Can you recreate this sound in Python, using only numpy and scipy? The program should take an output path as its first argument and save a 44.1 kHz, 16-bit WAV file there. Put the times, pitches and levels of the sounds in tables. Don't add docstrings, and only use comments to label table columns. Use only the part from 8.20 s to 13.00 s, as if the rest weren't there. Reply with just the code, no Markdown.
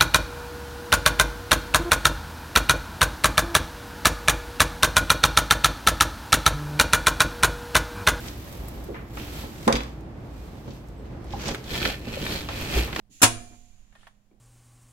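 import sys
import numpy as np
from scipy import signal
from scipy.fft import rfft, irfft, next_fast_len
from scipy.io import wavfile

SR = 44100
rng = np.random.default_rng(int(sys.argv[2]) if len(sys.argv) > 2 else 0)


def master_out(mix):
    frames = np.transpose(np.atleast_2d(mix))
    ceiling = np.clip(frames, -1, 1)
    pcm = np.round(ceiling * 32767).astype(np.int16)
    wavfile.write(sys.argv[1], SR, pcm)


N = 211676
T = np.arange(N) / SR
RING_T = T[:SR * 3 // 4]


def undb(db):
    return 10 ** (np.asarray(db) / 20)


def filtered(x, response):
    size = next_fast_len(x.shape[-1] + 4096)
    hz = np.maximum(np.fft.rfftfreq(size, 1 / SR), 1)
    return irfft(rfft(x, size) * response(hz), size)[..., :x.shape[-1]]


def colour(x, points):
    hz, db = np.transpose(points)
    return filtered(x, lambda f: undb(np.interp(np.log(f), np.log(hz), db)))


def resonate(x, peaks):
    return filtered(x, lambda f: 1 + sum(undb(db) / (1 + 2j * (f - hz) / bw) for hz, bw, db in peaks))


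def unit(x, band):
    return x / np.std(filtered(x.mean(0), lambda f: (f > band[0]) & (f < band[1])))


def waver(per_s):
    knots = rng.standard_normal(1024)
    return 1.345 * np.interp(T * per_s, np.arange(len(knots)), knots)


def noise(size):
    mid, side = rng.standard_normal((2, size))
    side = filtered(side, lambda f: np.minimum(0.072 + 1.32 * f / (f + 650) * f / (f + 150), 1))
    return np.array([mid + side, mid - side])


def grains(per_s, spread_db, decay_s):
    clicks = (rng.random(N) < per_s / SR) * undb(spread_db * np.minimum(rng.exponential(size=N), 4))
    power = signal.lfilter([1], [1, -np.exp(-1 / (decay_s * SR))], clicks ** 2)
    return noise(N) * np.sqrt(power)


def strokes(rows, column, power=1, roundness=1.29):
    drop_db = 9.5 * power
    energy = 0
    for row in rows:
        peak_s, rise_s, fall_s = row[:3]
        away = np.maximum((peak_s - T) / rise_s, (T - peak_s) / fall_s)
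        energy = energy + undb(row[column] - drop_db * away ** roundness) ** 2
    return np.sqrt(energy)


def fade(t60):
    return np.exp(-np.log(1000) * RING_T / t60)


def burst(t60):
    return noise(len(RING_T)) * fade(t60)


def crack(t60):
    transient = rng.standard_normal(len(RING_T)) * fade(t60)
    transient[0] = 9
    return transient


def ring(modes, t60_scale, phase_spread, detune):
    out = 0
    for k, (hz, db, t60) in enumerate(modes):
        phase = phase_spread * hz / (hz + 700) * rng.standard_normal((2, 1))
        pitch = hz * (1 + detune * rng.standard_normal())
        amplitude = (-1) ** (k // 2) * undb(db) * fade(t60 * t60_scale)
        out = out + amplitude * np.sin(2 * np.pi * pitch * RING_T + phase)
    return out


def contact(x, db, hz, octaves):
    edges = np.clip(hz * 2. ** np.array([-octaves, octaves]), 20, .47 * SR)
    x = signal.sosfilt(signal.butter(2, edges, "band", fs=SR, output="sos"), x)
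    return x * undb(db) / np.sqrt(np.mean(x[:, :SR // 50] ** 2))


def add(out, s, x, lag_ms=0):
    for channel, start in enumerate([s + lag_ms / 1000, s]):
        i = int(start * SR)
        part = x[channel, :max(N - i, 0)]
        out[channel, i:i + len(part)] += part


# (frequency [Hz], gain [dB])
RUMBLE_SPECTRUM = [(20, -47), (40, -3), (60, 5.5), (90, -1.5), (150, -2), (300, -4), (420, -7),
                   (800, -11.5), (1500, -23), (3000, -29), (6000, -32.5), (16000, -46)]
# (frequency [Hz], level [dB])
DRONE_PARTIALS = [(54.5, -48.5), (123.8, -52), (205, -90), (296, -55), (334, -53)]
def yard():
    rumble = unit(colour(noise(N), RUMBLE_SPECTRUM), band=(100, 1000)) * undb(-45.5 + waver(6.77))
    drone = 0
    for hz, db in DRONE_PARTIALS:
        amplitude = undb(db + 2.2 * waver(4.98))
        drone = drone + amplitude * np.sin(2 * np.pi * np.cumsum(hz + 1.985 * waver(14)) / SR)
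    return rumble + drone


# (frequency [Hz], gain [dB])
GRASS_SPECTRUM = [(300, 15), (900, 6), (2000, 3.5), (3700, 7), (6300, 6.5), (8000, 7), (9800, 1.5),
                  (12600, 8.5), (14200, 4), (16000, 1)]
def grass():
    swish = colour(grains(per_s=3300, spread_db=2.5, decay_s=0.004), GRASS_SPECTRUM)
    ticks = colour(grains(per_s=50, spread_db=3, decay_s=0.0005), GRASS_SPECTRUM)
    ticks = np.diff(ticks, prepend=0)
    return unit(swish, band=(8500, 15500)) * undb(4.5) + unit(ticks, band=(8500, 15500)) * undb(-4.5)


# (peak time [s], rise [s], fall [s], relative
# grass level [dB], relative sheen level [dB])
DOOR_SWINGS = [(.07, 0.12, 0.071, -45.5, -58), (.32, 0.63, 0.36, -52, -47), (.63, 0.23, 0.17, -59.5, -59),
               (1.0, 0.073, 0.16, -48, -46.5), (1.17, 0.13, 0.16, -47.5, -46), (1.46, 0.2, 0.19, -49, -61),
               (2.23, 0.21, 0.52, -59.5, -72), (2.55, 0.034, 0.065, -59, -68),
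               (3.29, 0.13, 0.1, -47.5, -52)]
# (frequency [Hz], gain [dB])
SHEEN_SPECTRUM = [(8000, -24), (11000, -3), (12600, 2), (16000, -4)]
def swinging():
    swish = grass() * strokes(DOOR_SWINGS, column=3)
    sheen = colour(grains(per_s=1700, spread_db=5, decay_s=0.001), SHEEN_SPECTRUM)
    return swish + unit(sheen, band=(8500, 15500)) * strokes(DOOR_SWINGS, column=4) * undb(1)


# (time [s], level [dB], centre frequency [Hz])
STEM_SNAPS = [(0.083, -34, 4800), (0.326, -39, 10100), (.483, -32.5, 12600), (.64, -39.5, 12100),
              (1.43, -45, 5170), (2.685, -51.5, 8740), (3.043, -50.5, 7450), (3.106, -46, 3940),
              (3.127, -41.5, 3360), (3.282, -26.5, 5700), (3.347, -36.5, 9000), (3.441, -42.5, 4500)]
def snaps():
    out = np.zeros((2, N))
    for s, db, hz in STEM_SNAPS:
        add(out, s, contact(burst(t60=0.04), db, hz, octaves=0.57))
    return out


# (frequency [Hz], relative level [dB], decay time T60 [s])
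PLANK_MODES = [(133.6, 0, .75), (230.5, 6.5, .36), (277.3, -1, .38), (330.3, -11, .8), (403.5, -8, .35),
               (449.4, -4.5, .35), (492.8, 1, .2), (536, 6, .2), (562, 7, .17), (675, 4, .11),
               (778, 1, .15), (805, 3, .16), (861, 1, .14), (903, 2, .15), (980, -5, .2), (1028, 1, .15),
               (1095, -4, .22), (1330, -7, .15)]
# (time [s], level [dB], centre frequency [Hz], half-width [octaves], decay time factor [1])
PLANK_BLOWS = [(.684, -34.5, 383, 0.29, 1.3), (0.744, -38.5, 1570, 0.64, 1.54),
               (.972, -35, 1220, 1.46, 0.48), (.998, -42, 2860, 0.27, 2.1), (1.235, -38, 350, 1.6, 1.1),
               (1.4704, -20.5, 265, 0.54, 0.47), (1.4772, -13.5, 670, 0.83, 0.65),
               (1.485, -27, 585, 0.5, 1.6), (1.503, -24, 800, 0.77, 1.75), (1.53, -25.5, 345, 0.51, 0.79),
               (2.477, -37.5, 228, 1.5, 0.65), (3.136, -31.5, 780, 0.24, 0.44),
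               (3.284, -34, 570, 0.57, 1.4), (3.347, -31.5, 2180, 0.71, 0.29),
               (3.869, -35, 300, 0.87, 0.44), (3.97, -32, 484, 0.34, .2), (4.288, -29.5, 1580, 1.57, 1.03),
               (4.565, -27, 378.7, 0.18, 0.24), (4.676, -36, 1780, 1.1, 1.3),
               (4.729, -32, 2240, 0.88, 0.24), (4.762, -26, 2220, 1.3, 0.18),
               (4.793, -26.5, 1260, 2.3, 0.38)]
def knocks():
    out = np.zeros((2, N))
    soft_wood = signal.butter(3, [200, 1250], "band", fs=SR, output="sos")
    for s, db, hz, octaves, t60_scale in PLANK_BLOWS:
        blur = signal.sosfilt(soft_wood, noise(len(RING_T))) * undb(17) * fade(0.19 * t60_scale)
        splinters = undb(16.5) * burst(0.23 * t60_scale)
        modes = ring(PLANK_MODES, t60_scale, phase_spread=0.84, detune=0.004)
        blow = modes + undb(19) * crack(t60=0.026) + splinters + blur
        lag_ms = 0.35 if s < 3 else 0.078
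        add(out, s, contact(blow, db, hz, octaves), lag_ms)
    return out


def chatter(pitch, width_hz):
    phase = 2 * np.pi * np.cumsum(np.interp(T, *np.transpose(pitch))) / SR
    roughness = filtered(noise(N), lambda f: 1 / (1 + (2 * f / width_hz) ** 2))
    return roughness * np.sin(phase + rng.uniform(-1, 1, (2, 1)))


# (frequency [Hz], gain [dB])
JOLT_SPECTRUM = [(50, -26), (110, -0.5), (170, 5), (240, -1.5), (430, 5.5), (650, -11), (1000, -18),
                 (2500, -24)]
def boards(movements, column):
    jolts = colour(grains(per_s=320, spread_db=5.5, decay_s=0.0048), JOLT_SPECTRUM)
    shaking = resonate(jolts, [(hz, 16, db) for hz, db, _ in PLANK_MODES])
    return unit(shaking, band=(140, 700)) * strokes(movements, column, power=0.94) * undb(-2.5)


# (peak time [s], rise [s], fall [s], relative levels of rasp [dB], grass [dB], boards [dB])
DOOR_SHOVES = [(1.015, 0.044, 0.11, -47, -60, -48), (1.215, 0.084, 0.059, -43.5, -50, -48),
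               (3.565, 0.08, 0.075, -30, -39, -39), (3.66, 0.065, 0.078, -26.5, -37.5, -34),
               (3.96, 0.12, 0.1, -37, -48, -42), (4.13, 0.14, 0.099, -29, -39.5, -36.5),
               (4.42, 0.13, 0.11, -34.5, -41.5, -52), (4.575, 0.086, 0.082, -27, -34.5, -34.5),
               (4.8, 0.076, 0.047, -36, -42, -34)]
# (frequency [Hz], gain [dB])
RASP_SPECTRUM = [(300, -4.5), (700, 3.5), (1100, -7), (2300, -1), (3400, 1), (4400, 4.5), (6000, -1.5),
                 (8000, -8), (11000, -31)]
# (frequency [Hz], bandwidth [Hz], gain [dB])
EDGE_RESONANCES = [(1338, 50, 3), (1490, 50, 3), (1780, 30, 7), (2358, 36, 7), (2518, 50, 4), (3127, 40, 3),
                   (3290, 130, 4), (4150, 250, -2)]
# (time [s], frequency [Hz])
EDGE_PITCH = [(3.55, 3500), (3.66, 3206), (3.74, 2460), (3.95, 2730), (4.03, 3000), (4.12, 4410),
              (4.2, 4200), (4.3, 2501), (4.6, 2598)]
def dragging():
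    catches = undb(0.43 * waver(per_s=92))
    crackle = colour(grains(per_s=750, spread_db=3.2, decay_s=0.0007), RASP_SPECTRUM)
    rasp = unit(resonate(crackle, EDGE_RESONANCES), band=(1500, 5000))
    tone = unit(chatter(EDGE_PITCH, width_hz=650), band=(1500, 5000))
    drag = strokes(DOOR_SHOVES, column=3, roundness=1.8)
    edge = (rasp + undb(-4) * tone) * catches * drag * undb(-3.5)
    return edge + grass() * strokes(DOOR_SHOVES, column=4) + boards(DOOR_SHOVES, column=5)


# (frequency [Hz], relative level [dB], decay time T60 [s])
IRON_MODES = [(1744, -1, .28), (2304, -4, .3), (2606, -7, .28), (3140, -1, .15), (3440, 0, .29),
              (3650, -4, .28), (3970, -1, .28), (4619, -1, .24), (4727, -5, .26), (6355, 7, .19),
              (6740, -2, .2), (7935, -3, .2), (9168, -5, .16), (10460, 2, .19)]
# (time [s], level [dB], centre frequency [Hz], click level [dB])
LATCH_STRIKES = [(1.4781, -21, 5200, -33), (1.526, -18, 3930, -43), (1.5549, -25, 2940, -40),
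                 (1.561, -27, 3200, -44), (1.5676, -30, 3340, -36), (1.606, -35, 2137, -51),
                 (1.634, -41, 3950, -45.5), (1.808, -65, 5000, -53)]
def latch():
    out = np.zeros((2, N))
    for s, db, hz, click_db in LATCH_STRIKES:
        blur = undb(13) * burst(t60=0.15)
        modes = ring(IRON_MODES, t60_scale=1, phase_spread=1.8, detune=0.001)
        clack = contact(modes + undb(27) * crack(t60=0.024) + blur, db, hz, octaves=0.96)
        click = contact(burst(t60=0.021), click_db, hz=10500, octaves=0.79)
        add(out, s, clack + click, lag_ms=0.858)
    return out


# (time [s], level [dB], frequency [Hz], swell [s], decay time T60 [s])
DOOR_FLEXES = [(1.535, -27, 54.7, 0.0086, 0.25), (3.137, -30.5, 57.5, 0.0076, 0.12),
               (3.27, -44, 36, 0.03, .25), (4.526, -21, 57.36, 0.053, 0.34)]
def shudder():
    out = np.zeros((2, N))
    for s, db, hz, swell_s, t60 in DOOR_FLEXES:
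        push = np.minimum(RING_T / swell_s, 1)
        release = np.exp(-np.log(1000) * np.maximum(RING_T - swell_s, 0) / t60)
        flex = undb(db) * push * release * np.sin(2 * np.pi * hz * RING_T)
        add(out, s, np.tile(flex, (2, 1)))
    return out


# (time [s], duration [s], frequency [Hz], level [dB])
WHISTLES = [(2.09, .22, 2440, -63), (2.755, .07, 8050, -60)]
def whistles():
    out = 0
    for s, length_s, hz, db in WHISTLES:
        swell = np.sqrt(np.maximum(1 - (2 * (T - s) / length_s - 1) ** 2, 0))
        amplitude = undb(db + 2 * waver(74)) * swell
        out = out + amplitude * np.sin(2 * np.pi * np.cumsum(hz + 35 * waver(150)) / SR)
    return out


# (peak time [s], rise [s], fall [s], relative levels of rub [dB], boards [dB])
HAND_MOVES = [(2.495, 0.033, 0.069, -51.5, -43.5), (2.85, 0.13, 0.64, -66.5, -48.5),
              (3.2, 0.089, .07, -43.5, -37.5), (3.29, 0.065, 0.054, -32.5, -31)]
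# (frequency [Hz], gain [dB])
RUB_SPECTRUM = [(400, -5), (1200, -3), (1800, -3.5), (3500, 0.5), (6200, 1.5), (7500, -4), (9000, -17),
                (14000, -25)]
# (time [s], frequency [Hz])
HOOK_PITCH = [(3.19, 4000), (3.23, 6100), (3.3, 6700)]
def gripping():
    rub = colour(grains(per_s=500, spread_db=4, decay_s=0.0058), RUB_SPECTRUM)
    rasp = chatter(HOOK_PITCH, width_hz=1500)
    hand = unit(rub, band=(1500, 7000)) + undb(-9) * unit(rasp, band=(1500, 9000))
    return hand * strokes(HAND_MOVES, column=3) * undb(1.6) + boards(HAND_MOVES, column=4)


# (time [s], level [dB], centre frequency [Hz])
EDGE_SNAGS = [(3.519, -41, 2830), (3.5457, -36, 2800), (3.577, -30.5, 3430), (3.628, -26, 3030),
              (3.6524, -25, 2710), (3.657, -24.5, 2380), (3.698, -42, 2400), (3.742, -38.5, 2470),
              (3.9393, -38, 2300), (4.065, -31, 1695), (4.357, -43, 3000)]
def snags():
    out = np.zeros((2, N))
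    for s, db, hz in EDGE_SNAGS:
        jump = resonate(burst(t60=0.017), EDGE_RESONANCES)
        add(out, s, contact(jump, db, hz, octaves=0.69))
    return out


def shed(x, wet_db, t60, cutoff_hz):
    tail = burst(t60) * (1 - np.exp(-RING_T / 0.035))
    tail = tail / np.sqrt(np.sum(tail[0] ** 2))
    tail = filtered(tail, lambda f: 1 / (1 + 1j * f / cutoff_hz))
    return x + undb(wet_db) * signal.fftconvolve(x, tail, axes=1)[:, :N]


def scene():
    transients = shed(snaps() + knocks() + latch() + snags(), wet_db=-11.5, t60=0.36, cutoff_hz=4930)
    return transients + yard() + swinging() + dragging() + shudder() + whistles() + gripping()


def record(dry):
    left = colour(dry[0], [(100, 5.5), (500, -2.5), (2000, -1), (7000, -11), (12500, -15.5)])
    right = colour(dry[1], [(100, 5.5), (500, 0.38), (2000, 0), (7000, -10.5), (12500, -10.5)])
    low_pass = signal.ellip(10, .2, 80, 15900, fs=SR, output="sos")
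    return signal.sosfilt(low_pass, np.clip([left, right], -1, 1))


dry = scene()
out = record(dry)
master_out(out)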